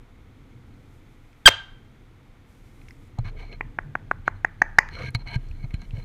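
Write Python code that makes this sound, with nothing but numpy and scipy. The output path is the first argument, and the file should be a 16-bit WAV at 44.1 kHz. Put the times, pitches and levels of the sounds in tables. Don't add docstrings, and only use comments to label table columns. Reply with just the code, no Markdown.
import sys
import numpy as np
from scipy import signal
from scipy.fft import rfft, irfft
from scipy.io import wavfile
from scipy.ndimage import uniform_filter1d

SR = 44100
rng = np.random.default_rng(int(sys.argv[2]) if len(sys.argv) > 2 else 0)


def to_wav(sig):
    pcm = np.clip(np.atleast_2d(sig), -1, 1) * 32767
    pcm = np.round(pcm).astype(np.int16)
    wavfile.write(sys.argv[1], SR, pcm.T)


def volts_from_db(level):
    exponent = np.asarray(level, float) / 20
    return 10 ** exponent


N = 266364
T = np.arange(N) / SR

# pitch_hz, level_db (per Hz)
HUM = [(12, -27), (20, -1.5), (32, -2.5), (49, -15), (97, -6.5), (141, -13), (166, -20.5), (269, -17),
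       (409, -27), (500, -27), (650, -56), (1100, -120)]
# pitch_hz, level_db (per Hz)
AIR = [(290, -28.5), (500, 0), (545, -10.5), (576, -5), (823, -3.5), (1020, -5.5), (1390, -5), (1680, -9),
       (2170, -5), (2760, -14), (3410, -12.5), (4740, -21.5), (6210, -26.5), (15000, -30.5)]
HUM_DB, AIR_DB = -48.5, -62.5
# start_s, length_s, start_level_db, end_level_db
RUFFLES = [
    (0.303, .65, -95.5, -73),
    (0.973, 0.59, -79, -78),
    (2.491, 0.34, -71.5, -69.5),
    (2.875, 0.031, -68, -71),
    (2.917, .16, -74, -71),
    (5.42, .3, -74, -74),
    (5.8, .24, -74, -72),
]
RUFFLE_ATTACK_S, RUFFLE_RELEASE_S = 0.02, 0.023
# start_s, peak_db, centre_hz,
# casing_share_db
TICKS = [(0.7389, -54, 2160, -3), (1.3294, -52, 2220, -13.5), (1.4552, -22, 2561, -29.5),
         (2.815, -47, 2100, -17), (2.8842, -38.5, 2160, -25), (2.9078, -38, 2080, -17),
         (3.1864, -41.5, 2210, 3), (3.2476, -51, 2170, 3), (3.527, -34.5, 2130, -9.5),
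         (4.8878, -32, 1700, -23), (4.9523, -32.5, 2280, -4), (5.1482, -19, 4150, -4),
         (5.3579, -29.5, 2240, -14), (5.5122, -41.5, 2500, -23), (5.7075, -39.5, 2100, -5),
         (5.7413, -33, 2320, -8.5), (5.8167, -44.5, 2220, 4.5), (5.908, -39.5, 2580, -26)]
# start_s, peak_db, centre_hz
SNAPS = [(1.33, -58, 6000), (2.8875, -45.5, 5970), (2.908, -45, 5200), (3.1873, -44, 7260),
         (4.8883, -46, 6160), (5.1062, -41, 9700), (5.1454, -43, 6440), (5.356, -41.5, 5975),
         (5.487, -51, 4860), (5.7412, -43.5, 8050), (5.817, -48, 6160)]
TICK_DIE_MS, SNAP_DIE_MS, SNAP_RING_DB = 1.5, 0.7, -20
# pitch_hz, width_hz, level_db
CASING = [(417, 51, -12), (690, 47, -6), (945, 50, -8), (1220.4, 65, -8), (1610, 70, -6.5),
          (2220, 90, -1.5), (2500, 22, -16.5), (3004, 34, -19.5), (2990, 190, -16.5), (4150, 85, -4),
          (4280, 75, -13.5), (5602, 150, -27), (6160, 207.2, -26)]
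# start_s, end_s, pitch_hz, slack_s (pitch lets go), slowing_s (period grows e-fold), level_db
SQUAWK = (1.4579, 1.4912, 1585, 1.4733, 0.0085, 10.1)
# pitch_hz, width_hz, level_db
SQUAWK_THROAT = [(605, 740, -7.5), (1450, 800, -0.5), (2160, 650, -7), (3150, 700, 1.5), (4350, 620, -6)]
# pitch_hz, width_hz, level_db
SLACK_THROAT = [(596, 600, -6), (1380, 950, -3), (2246, 1100, -0.5), (3200, 300, 0.5), (4370, 2200, -8.5)]
# pitch_hz, time_to_fall_60_db_s, level_db
ROOM = [(398.6, 0.21, -34), (860, 0.47, -34.5), (1600, 0.52, -37), (2300, 0.28, -35), (3205, .45, -35),
        (4700, .4, -31.5), (6300, 0.27, -33), (10853, .12, -24)]
SCATTER_HZ, SCATTER = 1700, 0.55
# start_s, peak_db, pitch_hz,
# time_to_fall_60_db_s
THUMPS = [(1.488, -31, 94.97, 0.2), (3.186, -16, 117, 0.13), (3.25, -25.5, 102.7, 0.078),
          (3.645, -33.5, 132.7, 0.14), (3.847, -36.5, 145, 0.46), (5.036, -26.5, 131, 0.19),
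          (5.082, -26.5, 123.8, 0.1), (5.147, -15.5, 114.5, 0.12), (5.358, -13.5, 120, 0.088),
          (5.499, -27.5, 73.4, 0.1), (5.638, -22.5, 124, 0.089), (5.740, -17.5, 74.7, 0.029),
          (5.933, -21, 100, 0.081), (5.978, -25, 120.6, 0.074)]
# start_s, length_s, start_level_db, end_level_db
SWAYS = [
    (3.2, .3, -32.5, -43),
    (3.52, 0.19, -43, -42.5),
    (3.83, 0.069, -44, -48),
    (4.06, 0.18, -48.5, -41.5),
    (4.31, 0.049, -42, -41.5),
    (4.4, .2, -48.5, -49),
    (4.64, .4, -43, -44),
    (5.15, 0.11, -48.5, -35),
    (5.35, 0.46, -37, -37.5),
    (5.88, 0.14, -36, -38),
]
SWAY_HZ, SWAY_ATTACK_S, SWAY_RELEASE_S = 29.8, 0.01, 0.014
LEAN_FROM_S, LEAN_DB, SHAKE_PER_RUB, SHAKE_DB = 3.19, -48.5, 0.58, -15.5
# start_s,
# length_s, level_db, centre_hz
CREAKS = [(3.185, 0.0052, -39.5, 718), (3.247, .045, -47, 1130), (3.317, .1, -52, 426),
          (3.395, 0.064, -54.5, 713), (3.498, 0.039, -50, 450), (4.948, 0.091, -49, 1170),
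          (4.953, 0.089, -47.5, 477), (5.189, .035, -57.5, 890), (5.262, .09, -50.5, 840),
          (5.638, 0.016, -55, 750), (5.943, 0.061, -51.5, 542)]
CREAK_WIDTH, CREAK_EDGE_S = 0.3, 0.0037
# start_s, length_s, start_level_db, end_level_db, body_pressure_db
STROKES = [(3.188, 0.01, -71, -70, -5), (3.251, 0.048, -56.5, -60, 4.5), (3.367, 0.038, -72, -62, 8),
           (3.417, 0.087, -57.5, -69.5, 2.5), (3.518, 0.037, -59.5, -61, 3), (4.185, .015, -77, -71, -6),
           (4.259, 0.021, -80, -66.5, 12), (4.35, .02, -67, -72, -4), (4.598, 0.03, -68.5, -63.5, 3),
           (4.767, .018, -75, -78, 4), (4.905, 0.052, -62, -51, -2.5), (4.957, 0.132, -53.5, -46, 1),
           (5.155, 0.0091, -33, -60, -7.5), (5.193, 0.025, -61, -56.5, -6), (5.268, 0.083, -55, -46, 1),
           (5.349, 0.012, -49, -50.5, -3), (5.389, .23, -70.5, -69.5, -0.5), (5.628, .018, -68.5, -58, 0),
           (5.706, .015, -65, -82, 7), (5.741, 0.025, -61, -73, 4), (5.797, 0.055, -64, -63.5, -1),
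           (5.927, 0.076, -66.5, -64, 4.5), (6.018, 0.026, -68, -75.5, -1)]
STROKE_ATTACK_S, STROKE_RELEASE_S = 0.004, 0.0045
# pitch_hz, level_db (per Hz)
CASING_SKIN = [(150, -29.5), (250, -12.5), (1220, -18), (1350, -14.5), (2200, -5), (3300, -15.5),
               (4230, -13), (5010, -24.5), (14000, -45)]
SPOT_RATE_HZ, SPOT_DB = 16, 3.5
# start_s (opening pulse), peak_db, pitch_hz, rise_per_ms, hold_ms
CLUCKS = [
    (3.6090, -17, 1750, 0.19, 1.4),
    (3.7873, -11.5, 1450, 0.15, .9),
    (3.9531, -11, 1497, 0.023, 0.87),
    (4.1126, -7, 1450, 0.0098, 0.99),
    (4.2783, -5.5, 1450, 0.024, 0.97),
    (4.4468, -6, 1625, 0.058, 1.7),
    (4.6176, -3, 1610, 0.051, 2.66),
    (4.7849, 0.5, 1478, 0.09, 4.23),
]
CLUCK_DIE_MS = 0.59
# pitch_hz, width_hz, level_db
BEAK_CAVITY = [(5000, 780, 2.5), (6340, 590, 7.5), (11710, 860, -12)]
# pitch_hz, width_hz, level_db
CHEST = [(401, 180, 4.5), (1136, 150, -1)]
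# delay_ms, level_db
DESK = [(1.448, -19), (2.6, -24.5), (4.1, -24)]


def level(x, db):
    return x * volts_from_db(db) / np.sqrt(np.mean(x ** 2))


def ring(x, hz, width):
    return signal.lfilter(*signal.iirpeak(hz, hz / max(width, 5), SR), x)


def narrow(x, hz, width):
    return ring(ring(x, hz, width), hz, min(9 * width, hz))


def body(x, modes):
    return sum((-1) ** k * volts_from_db(db) * ring(x, hz, width) for k, (hz, width, db) in enumerate(modes))


def coloured(x, points):
    hz, db = np.transpose(points)
    f = np.maximum(np.fft.rfftfreq(len(x), 1 / SR), 1)
    return irfft(rfft(x) * volts_from_db(np.interp(np.log(f), np.log(hz), db)), len(x))


def walk(rate):
    k = int(SR / rate)
    steps = np.repeat(rng.standard_normal(N // k + 1), k)
    return uniform_filter1d(uniform_filter1d(steps, k), k)[:N] * 4 / 3


def held(start, length, from_db, to_db, attack, release):
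    before = np.minimum(T - start, 0)
    after = np.maximum(T - start - length, 0)
    slide = volts_from_db(np.interp(T, [start, start + length], [from_db, to_db]))
    return slide * np.exp(before / attack - after / release)


def add(out, s, x):
    i = int(s * SR)
    out[i:i + len(x)] += x[:len(out) - i]


def air():
    hum = level(coloured(rng.standard_normal(N), HUM), HUM_DB) * volts_from_db(1.5 * walk(2.5))
    hiss = level(coloured(rng.standard_normal(N), AIR), AIR_DB)
    ruffles = volts_from_db(-90) + sum(held(*row, RUFFLE_ATTACK_S, RUFFLE_RELEASE_S) for row in RUFFLES)
    rustle = level(ring(rng.standard_normal(N), 5600, 9000), -2.5) * ruffles * volts_from_db(1.2 * walk(30))
    whine = level(ring(rng.standard_normal(N), 6400, 900), -83.5)
    top = signal.butter(10, 14900, fs=SR, output="sos")
    return signal.sosfilt(top, hum + hiss + rustle + whine)


def ticks():
    knocks, clicks, t = np.zeros(N), np.zeros(N), np.arange(512) / SR
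    hits = [(*row, TICK_DIE_MS) for row in TICKS]
    hits += [(*row, SNAP_RING_DB, SNAP_DIE_MS) for row in SNAPS]
    for s, db, hz, ring_db, die_ms in hits:
        grit = rng.standard_normal(len(t))
        burst = grit * np.exp(-t * 1000 / die_ms) * np.clip(t / 0.00013, 0, 1)
        click = ring(ring(burst, hz, 0.13 * hz), hz, hz)
        add(clicks, s, volts_from_db(db) * click / np.abs(click).max())
        add(knocks, s, volts_from_db(db + ring_db) * burst)
    return clicks + volts_from_db(23.0) * body(knocks, CASING)


def squawk():
    start, end, hz, slack, slowing, db = SQUAWK
    t = start + np.arange(8192) / SR
    slackening = np.exp(np.clip(t - slack, 0, end - slack) / slowing)
    stretch = slackening - 0.15 * np.exp(-(t - start) / 0.0011)
    phase = np.cumsum(hz / stretch) / SR
    pulse_width = 0.00003 * stretch ** 0.29
    since = (phase % 1) * stretch / hz / pulse_width
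    fade = np.exp(-np.maximum(t - slack, 0) / 0.027)
    effort = np.clip((t - start) / 0.002, 0.3, 1) * fade * (t < end)
    breath = rng.standard_normal(len(t))
    flow = -effort * since * np.exp(-since) * (1 + 0.05 * breath)
    closing = np.clip((t - slack) / 0.0047, 0, 1)
    voice = body(flow * (1 - closing), SQUAWK_THROAT) + body(flow * closing, SLACK_THROAT)
    voice += volts_from_db(-36) * ring(effort * breath, 6400, 3100)
    voice += volts_from_db(-4.5) * ring(flow, 110, 16) + volts_from_db(-10.5) * ring(flow, 220, 150)
    out = np.zeros(N)
    add(out, start, volts_from_db(db) * voice / np.abs(voice).max())
    return out


def room(x):
    t = np.arange(SR // 2) / SR
    tail = 0
    for hz, t60, db in ROOM:
        band = ring(ring(rng.standard_normal(len(t)), hz, hz), hz, hz) * 1000. ** (-t / t60)
        tail = tail + volts_from_db(db) * band / np.sqrt(np.sum(band ** 2))
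    return signal.fftconvolve(x, tail * np.clip(t / 0.0077 - 0.25, 0, 1))[:N]


def strokes():
    rub, press = np.zeros(N), np.zeros(N)
    for *row, press_db in STROKES:
        stroke = held(*row, STROKE_ATTACK_S, STROKE_RELEASE_S)
        rub += stroke
        press += stroke * volts_from_db(press_db)
    return rub, press


def mount():
    lean = volts_from_db(LEAN_DB) * (T > LEAN_FROM_S) + volts_from_db(SHAKE_DB) * strokes()[0] ** SHAKE_PER_RUB
    shake = level(ring(ring(rng.standard_normal(N), 100, 49), 76, 120), 0.37) * lean
    pushes = sum(held(*row, SWAY_ATTACK_S, SWAY_RELEASE_S) for row in SWAYS)
    sway_phase = 2 * np.pi * np.cumsum(SWAY_HZ + 2.6 * walk(5.1)) / SR
    sway = np.sin(sway_phase) * pushes * volts_from_db(5.0)
    out, t = shake + sway, np.arange(8192) / SR
    for s, db, hz, t60 in THUMPS:
        push = (1 - np.exp(-(t / 0.0027) ** 2)) * 1000. ** (-t / t60)
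        thud = push * (np.sin(2 * np.pi * hz * t - 2.2) + 0.23 * np.sin(2 * np.pi * 0.54 * hz * t))
        add(out, s, volts_from_db(db) * thud / np.abs(thud).max())
    return out


def creaks():
    slips = rng.standard_normal(N) * volts_from_db(3.3 * walk(90))
    out = np.zeros(N)
    for s, length, db, hz in CREAKS:
        panel = ring(ring(slips, hz, CREAK_WIDTH * hz), hz, hz)
        out += level(panel, db) * held(s, length, 0, 0, CREAK_EDGE_S, CREAK_EDGE_S)
    return out


def wandering_ring(x, modes):
    out = np.zeros(N)
    for hz, width, db in modes:
        spot = volts_from_db(SPOT_DB * walk(SPOT_RATE_HZ))
        out += volts_from_db(db) * narrow(x * spot, hz, width)
    return out


def rubbing():
    rub, press = strokes()
    slips = level(rng.standard_normal(N) * volts_from_db(2.9 * walk(400) + 1.5 * walk(60)), 0)
    slips, pressed = slips * rub, slips * press
    lower = [mode for mode in CASING if mode[0] < 3500]
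    upper = [mode for mode in CASING if mode[0] >= 3500]
    metal = wandering_ring(pressed, lower) + wandering_ring(slips, upper)
    skin = coloured(pressed * volts_from_db(1.5 * walk(40)), CASING_SKIN)
    grit = ring(ring(slips, 9500, 5000), 9500, 7000) * np.sqrt(rub / rub.max())
    return volts_from_db(24.5) * metal + volts_from_db(21.5) * skin + volts_from_db(-13.5) * grit


def clucks():
    out, t = np.zeros(N), np.arange(1024) / SR * 1000 - 1
    duller = signal.butter(6, 2750, fs=SR, output="sos")
    for s, db, hz, rise, hold in CLUCKS:
        pulse = np.exp(-np.where(t < 0, (t / 0.21) ** 2, t / 0.22))
        opening = -volts_from_db(0.16 * db - 12.0) * np.cos(2 * np.pi * 1.5 * t) * pulse
        since = np.maximum(t - 0.72, 0)
        phase = 2 * np.pi * hz / 1000 * (since + rise * since ** 2 / 2)
        swell = np.clip(since / 0.52, 0, 1) * np.exp(-np.maximum(since - hold, 0) / CLUCK_DIE_MS)
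        beats = volts_from_db(db) * swell * (np.sin(phase) + 0.25 * np.sin(phase / 2 + 2.0) + 0.051)
        breath = rng.standard_normal(len(t))
        puff = breath * (swell + 1.1 * np.abs(opening) / np.abs(opening).max())
        cavity = sum(volts_from_db(gain_db) * ring(ring(puff, f, width), f, width) for f, width, gain_db in BEAK_CAVITY)
        voice = signal.sosfilt(duller, opening + beats)
        chest = sum(volts_from_db(gain_db) * ring(voice, f, width) for f, width, gain_db in CHEST)
        voice = voice + chest + volts_from_db(2.5 * db - 17.5) * cavity
        add(out, s - 0.0012, voice)
        for ms, echo_db in DESK:
            add(out, s - 0.0012 + ms / 1000, volts_from_db(echo_db) * ring(voice, 1500, 2100))
    return out


def scene():
    voice = squawk() + clucks()
    echo = room(voice * (1 + SCATTER * walk(SCATTER_HZ))) * volts_from_db(-3.0)
    capsule = air() + ticks() + voice + echo + mount() + creaks() + rubbing()
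    grain = volts_from_db(-49.5) * rng.standard_normal(N) * np.array([[1], [-1]])
    return capsule * (1 + grain)


def band_limit(x):
    return signal.sosfilt(signal.butter(12, 15910, fs=SR, output="sos"), x)


def record(dry):
    clipped = dry / (1 + np.abs(dry) ** 40) ** (1 / 40)
    top = signal.ellip(8, 0.1, 60, 15600, fs=SR, output="sos")
    mix = np.clip(signal.sosfilt(top, clipped), -1, 1)
    return band_limit(mix)


dry = scene()
out = record(dry)
to_wav(out)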